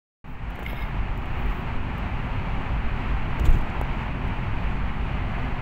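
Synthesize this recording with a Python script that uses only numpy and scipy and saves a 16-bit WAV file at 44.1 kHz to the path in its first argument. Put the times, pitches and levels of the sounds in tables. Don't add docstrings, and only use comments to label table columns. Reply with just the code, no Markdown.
import sys
import numpy as np
from scipy import signal
from scipy.fft import rfft, irfft, next_fast_len
from scipy.io import wavfile

SR = 44100
rng = np.random.default_rng(int(sys.argv[2]) if len(sys.argv) > 2 else 0)


def put_to_file(sound):
    columns = np.atleast_2d(sound).T
    safe = np.clip(columns, -1, 1)
    whole_steps = np.round(safe * 32767)
    wavfile.write(sys.argv[1], SR, whole_steps.astype(np.int16))


N = 247445
TIME = np.arange(N) / SR
OPENS_S = .2415

# f/Hz, width/Hz, level against the rumble/dB
BOOMS = [(50.9, 24.4, -9), (102.1, 18.7, -15), (130.4, 9, -16), (251.8, 15.7, -20), (367, 5.3, -30)]


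def from_db(db):
    return 10 ** (np.asarray(db) / 20)


def rms_one(x):
    return x / np.sqrt(np.mean(x ** 2) + 1e-20)


def in_time(rows, outside=None):
    s, *columns = np.transpose(rows)
    return [np.interp(TIME, s, column, outside, outside) for column in columns]


def band(x, low_hz, high_hz):
    return signal.sosfilt(signal.butter(2, [low_hz, high_hz], "band", fs=SR, output="sos"), x)


def sine(hz, seconds):
    return np.sin(2 * np.pi * hz * seconds)


def drift(corner_hz):
    step = 40
    r = np.exp(-2 * np.pi * corner_hz * step / SR)
    noise = rng.standard_normal(N // step + 2002)
    slow = signal.lfilter([1], [1, -2 * r, r * r], noise)[2000:]
    return np.interp(np.arange(N) / step, np.arange(len(slow)), rms_one(slow))


def resonance(x, hz, width_hz):
    r = np.exp(-np.pi * width_hz / SR)
    zeros = np.array([1, 0, -1]) * (1 - r * r) / 2
    return signal.lfilter(zeros, [1, -2 * r * np.cos(2 * np.pi * hz / SR), r * r], x)


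def ringing(x, hz, width_hz):
    return resonance(resonance(x, hz, width_hz), hz, width_hz)


def coloured(spectrum, patchy_db):
    size = next_fast_len(N)
    hz = np.maximum(np.arange(size // 2 + 1) * SR / size, 1)
    points = np.array(spectrum)
    colour_db = np.interp(np.log(hz), np.log(points[:, 0]), points[:, 1], -90, -90)
    shaped = rfft(rng.standard_normal(size)) * from_db(colour_db)
    out, together = 0, drift(2.1)
    for centre in np.arange(np.floor(np.log2(points[0, 0])), np.log2(points[-1, 0]) + 1):
        share = np.clip(1 - abs(np.log2(hz) - centre), 0, 1)
        swell_db = patchy_db * (1.7 * together + drift(15.0))
        out = out + irfft(shaped * share, size)[:N] * from_db(swell_db)
    return rms_one(out)


def stroke(start_s, hold_s, db, rise_db_per_s, fall_db_per_s):
    rise_db = rise_db_per_s * np.maximum(start_s - TIME, 0)
    fall_db = fall_db_per_s * np.maximum(TIME - start_s - hold_s, 0)
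    return from_db(db - rise_db - fall_db)


def road():
    # t/s, body rumble level/dB, tyre roar level/dB
    ride = [(.24, -28.5, -38.5), (1.5, -27.5, -36.5), (2.2, -28, -35.5), (2.9, -27.5, -35),
            (3.7, -28.5, -35.5), (4.6, -27, -35), (5.61, -28, -36)]
    # f/Hz, level per Hz/dB
    rumble_colour = [(12, -32), (20, 3.5), (54, 2), (80, -5), (108, -5), (220, -10.5), (252, -15.5),
                     (308, -23), (372, -21.5), (398, -20.5), (500, -33.5), (650, -54), (1100, -120)]
    roar_colour = [(150, -31), (250, -6.5), (282, -8.5), (366, -11.5), (483, -13.5), (855, -6),
                   (1510, -12.5), (2460, -13.5), (2880, -18), (3600, -30.5), (4510, -35.5), (5000, -43),
                   (7990, -50), (10500, -60), (15700, -52)]
    sway_colour = [(3, -6.5), (6, -0.5), (14, 2), (22, -9), (30, -19)]
    sway_db = -31
    bass_start_db, bass_rise_s = -8.5, 0.47
    roar_start_db, roar_rise_s = -9, 0.23

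    rumble_db, roar_db = in_time(ride)
    since = np.maximum(TIME - OPENS_S, 0)
    bass_fade_db = bass_start_db * np.exp(-since / bass_rise_s)
    roar_fade_db = roar_start_db * np.exp(-since / roar_rise_s)

    booms = 0
    for hz, width_hz, db in BOOMS:
        surface = rng.standard_normal(N)
        boom_gain = from_db(db + 2.0 * drift(3.2))
        booms = booms + boom_gain * rms_one(ringing(surface, hz, width_hz))
    rumble = 0.98 * coloured(rumble_colour, patchy_db=0.1) + booms
    sway = from_db(sway_db) * coloured(sway_colour, patchy_db=-2)
    bass = sway + from_db(rumble_db) * rumble
    roar = from_db(roar_db + roar_fade_db) * coloured(roar_colour, patchy_db=0.52)
    return from_db(bass_fade_db) * bass + roar


def throbs():
    # t/s, level/dB
    spots = [(1.45, -25.5), (2.17, -29), (2.75, -23.5), (3.12, -23), (3.82, -28.5), (4.18, -32),
             (4.66, -26), (5.26, -31)]
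    gain = sum(stroke(s, hold_s=0.024, db=db, rise_db_per_s=300, fall_db_per_s=200) for s, db in spots)
    boom_hz, phase = BOOMS[0][0], rng.uniform(0, 2 * np.pi)
    return gain * np.sqrt(2) * np.sin(2 * np.pi * boom_hz * TIME + phase)


def knock():
    lurch_s, lurch_hz = 3.478, 23
    quarter_s = 1 / (4 * lurch_hz)
    buzz_db = -14

    lurch = np.sqrt(2) * sine(lurch_hz, TIME - lurch_s)
    lurch_gain = stroke(lurch_s + quarter_s, quarter_s, db=-9.5, rise_db_per_s=900, fall_db_per_s=170)
    low = rms_one(band(rng.standard_normal(N), 40, 105))
    buzz = rms_one(band(rng.standard_normal(N), 156, 386))
    shudder = low + from_db(buzz_db) * buzz
    shudder_gain = stroke(3.41, hold_s=0.15, db=-23, rise_db_per_s=350, fall_db_per_s=200)
    return lurch_gain * lurch + shudder_gain * shudder


def scrape():
    # t/s, low ring level before the squeal is added/dB
    path = [(.645, -60), (.666, -43), (.688, -46), (.714, -42), (.74, -50), (.79, -43), (.86, -48),
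            (.94, -68)]
    # f/Hz, width/Hz, relative gain within the low or bright group/dB
    case_modes = [(1650, 70, -3), (2160, 80, 2), (2750, 150, -12), (3250, 250, -11), (3600, 300, -12),
                  (5030, 110, -20), (5350, 120, -27), (10200, 200, -19), (10900, 500, -15),
                  (11620, 300, -7), (11890, 90, -1), (11960, 90, -1), (12045, 80, -4), (12250, 200, -8),
                  (13500, 500, -15), (15050, 300, -10), (15600, 400, -8)]
    catch_s, catch_db, catch_width_s = .665, -24.5, 0.0017
    bright_start_db, dulls_db_per_s = -12, 22
    squeal_hz, waver_hz, squeal_db = 2155, 18, -3

    slips = rng.standard_normal(N) * from_db(3.2 * drift(67))

    def ring(high):
        return rms_one(sum(from_db(db) * ringing(slips, hz, width_hz)
                           for hz, width_hz, db in case_modes if (hz > 8000) == high))

    bright, low = ring(True), ring(False)
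    slowing = np.clip((TIME - .75) / 0.088, 0, 1)
    slow_mode = rms_one(ringing(slips, 11580, 350))
    bright = (1 - .4 * slowing) * bright + 0.44 * slowing * slow_mode
    squeal_cycles = np.cumsum(squeal_hz + waver_hz * drift(52)) / SR
    low = low + from_db(squeal_db) * np.sqrt(2) * sine(1, squeal_cycles)

    low_db, = in_time(path, outside=-120)
    bright_db = low_db + bright_start_db - dulls_db_per_s * np.clip(TIME - catch_s, 0, 1)
    catch = from_db(catch_db) * np.exp(-.5 * ((TIME - catch_s) / catch_width_s) ** 2)
    squeak = sine(squeal_hz, TIME)
    squeak = squeak + 1.35 * band(rng.standard_normal(N), 2800, 3400)
    squeak = squeak + 0.1 * band(rng.standard_normal(N), 6000, 7500)
    return from_db(bright_db) * bright + from_db(low_db) * low + catch * squeak


def taps_and_jolts():
    # t/s, level before rounding/dB, f/Hz, swings/cycles
    swings_of_case = [(.5908, -20, 600, .6), (.625, -21, 550, .6), (.7314, -19, 450, 1.1),
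                      (.944, -25, 220, 1.1), (3.3945, -24, 500, 1.1), (3.405, -16, 90, 2.6),
                      (3.566, -13, 55, .55), (3.8124, -22, 1000, .6), (3.8134, -13, 620, 1.2)]
    out, after = np.zeros(N), TIME[:SR // 20]
    for s, db, hz, swings in swings_of_case:
        cycles = np.minimum(hz * after, swings)
        swing = np.sin(2 * np.pi * cycles) * np.sin(np.pi * cycles / swings) ** 2
        out[round(s * SR):][:len(after)] += from_db(db) * swing
    return out


def ticks():
    # t/s, top hiss level/dB, middle hiss level/dB, decay to 1/e (at least 0.0004)/s
    shifts = [(.502, -58, -69, .01), (0.554, -56, -66, .01), (.591, -53, -64, .011),
              (0.628, -53, -63, 0.015), (0.73, -62, -65, .004), (.9443, -71, -78, .002),
              (1.1762, -52, -63, 0.0028), (1.258, -55, -63, .003), (1.4601, -53, -70, 0.0033),
              (1.981, -48, -70, 0.0019), (3.396, -47, -48.5, .0065), (3.42, -64, -66, .004),
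              (3.4466, -51, -57, 0.0073), (3.454, -48, -48.5, 0.02), (3.503, -45, -56, 0.005),
              (3.526, -61, -58, 0.032), (3.553, -62, -62, .004), (3.572, -55, -64, 0.0049),
              (3.584, -59, -59, 0.007), (3.6097, -59, -62, 0.0088), (3.7, -70, -58, .003),
              (3.8133, -39, -50, 0.0017), (3.8208, -57, -72, .0008), (4.2767, -55, -66, .003)]
    low_db = 9.5
    after, puffs = TIME[:SR // 10], np.zeros((3, N))
    for s, top_db, middle_db, length_s in shifts:
        levels = from_db([top_db, middle_db, middle_db + low_db])
        decay = np.exp(-(after / max(length_s, .0004)) ** 2)
        puffs[:, round(s * SR):][:, :len(after)] += levels[:, None] * decay
    noise = rng.standard_normal((3, N))
    top = np.diff(band(noise[0], 10500, 20300), prepend=0)
    colours = [top, band(noise[1], 6030, 8170), band(noise[2], 2000, 3340)]
    return sum(puff * rms_one(colour) for puff, colour in zip(puffs, colours))


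def brush():
    # start t/s, hold/s, level before the grain/dB
    strokes = [(.3, .03, -67), (.66, .19, -65), (1.17, .12, -71), (1.36, .08, -72), (1.5, .2, -65),
               (3.4, .2, -71)]
    # f/Hz, level per Hz/dB
    hiss_colour = [(4000, -21), (7000, -11), (10000, -18), (12300, -6), (13500, -6), (15000, 0), (16000, 1)]
    gain = sum(stroke(s, hold_s, db, rise_db_per_s=180, fall_db_per_s=250) for s, hold_s, db in strokes)
    grain = from_db(1.8 * drift(60))
    return gain * grain * coloured(hiss_colour, patchy_db=2.7)


def scene():
    ride = road() + throbs()
    handling = knock() + scrape() + taps_and_jolts() + ticks() + brush()
    return (ride + handling)[None]


def record(dry):
    hiss_db, cutoff_hz = -78.5, 15720
    opened = np.clip((TIME - OPENS_S) / 0.0014, 0, 1)
    hiss = from_db(hiss_db) * rms_one(band(rng.standard_normal(N), 3500, 8400))
    top_cut = signal.ellip(12, .5, 60, cutoff_hz, fs=SR, output="sos")
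    return signal.sosfilt(top_cut, (dry + hiss) * opened)


dry = scene()
out = record(dry)
put_to_file(out)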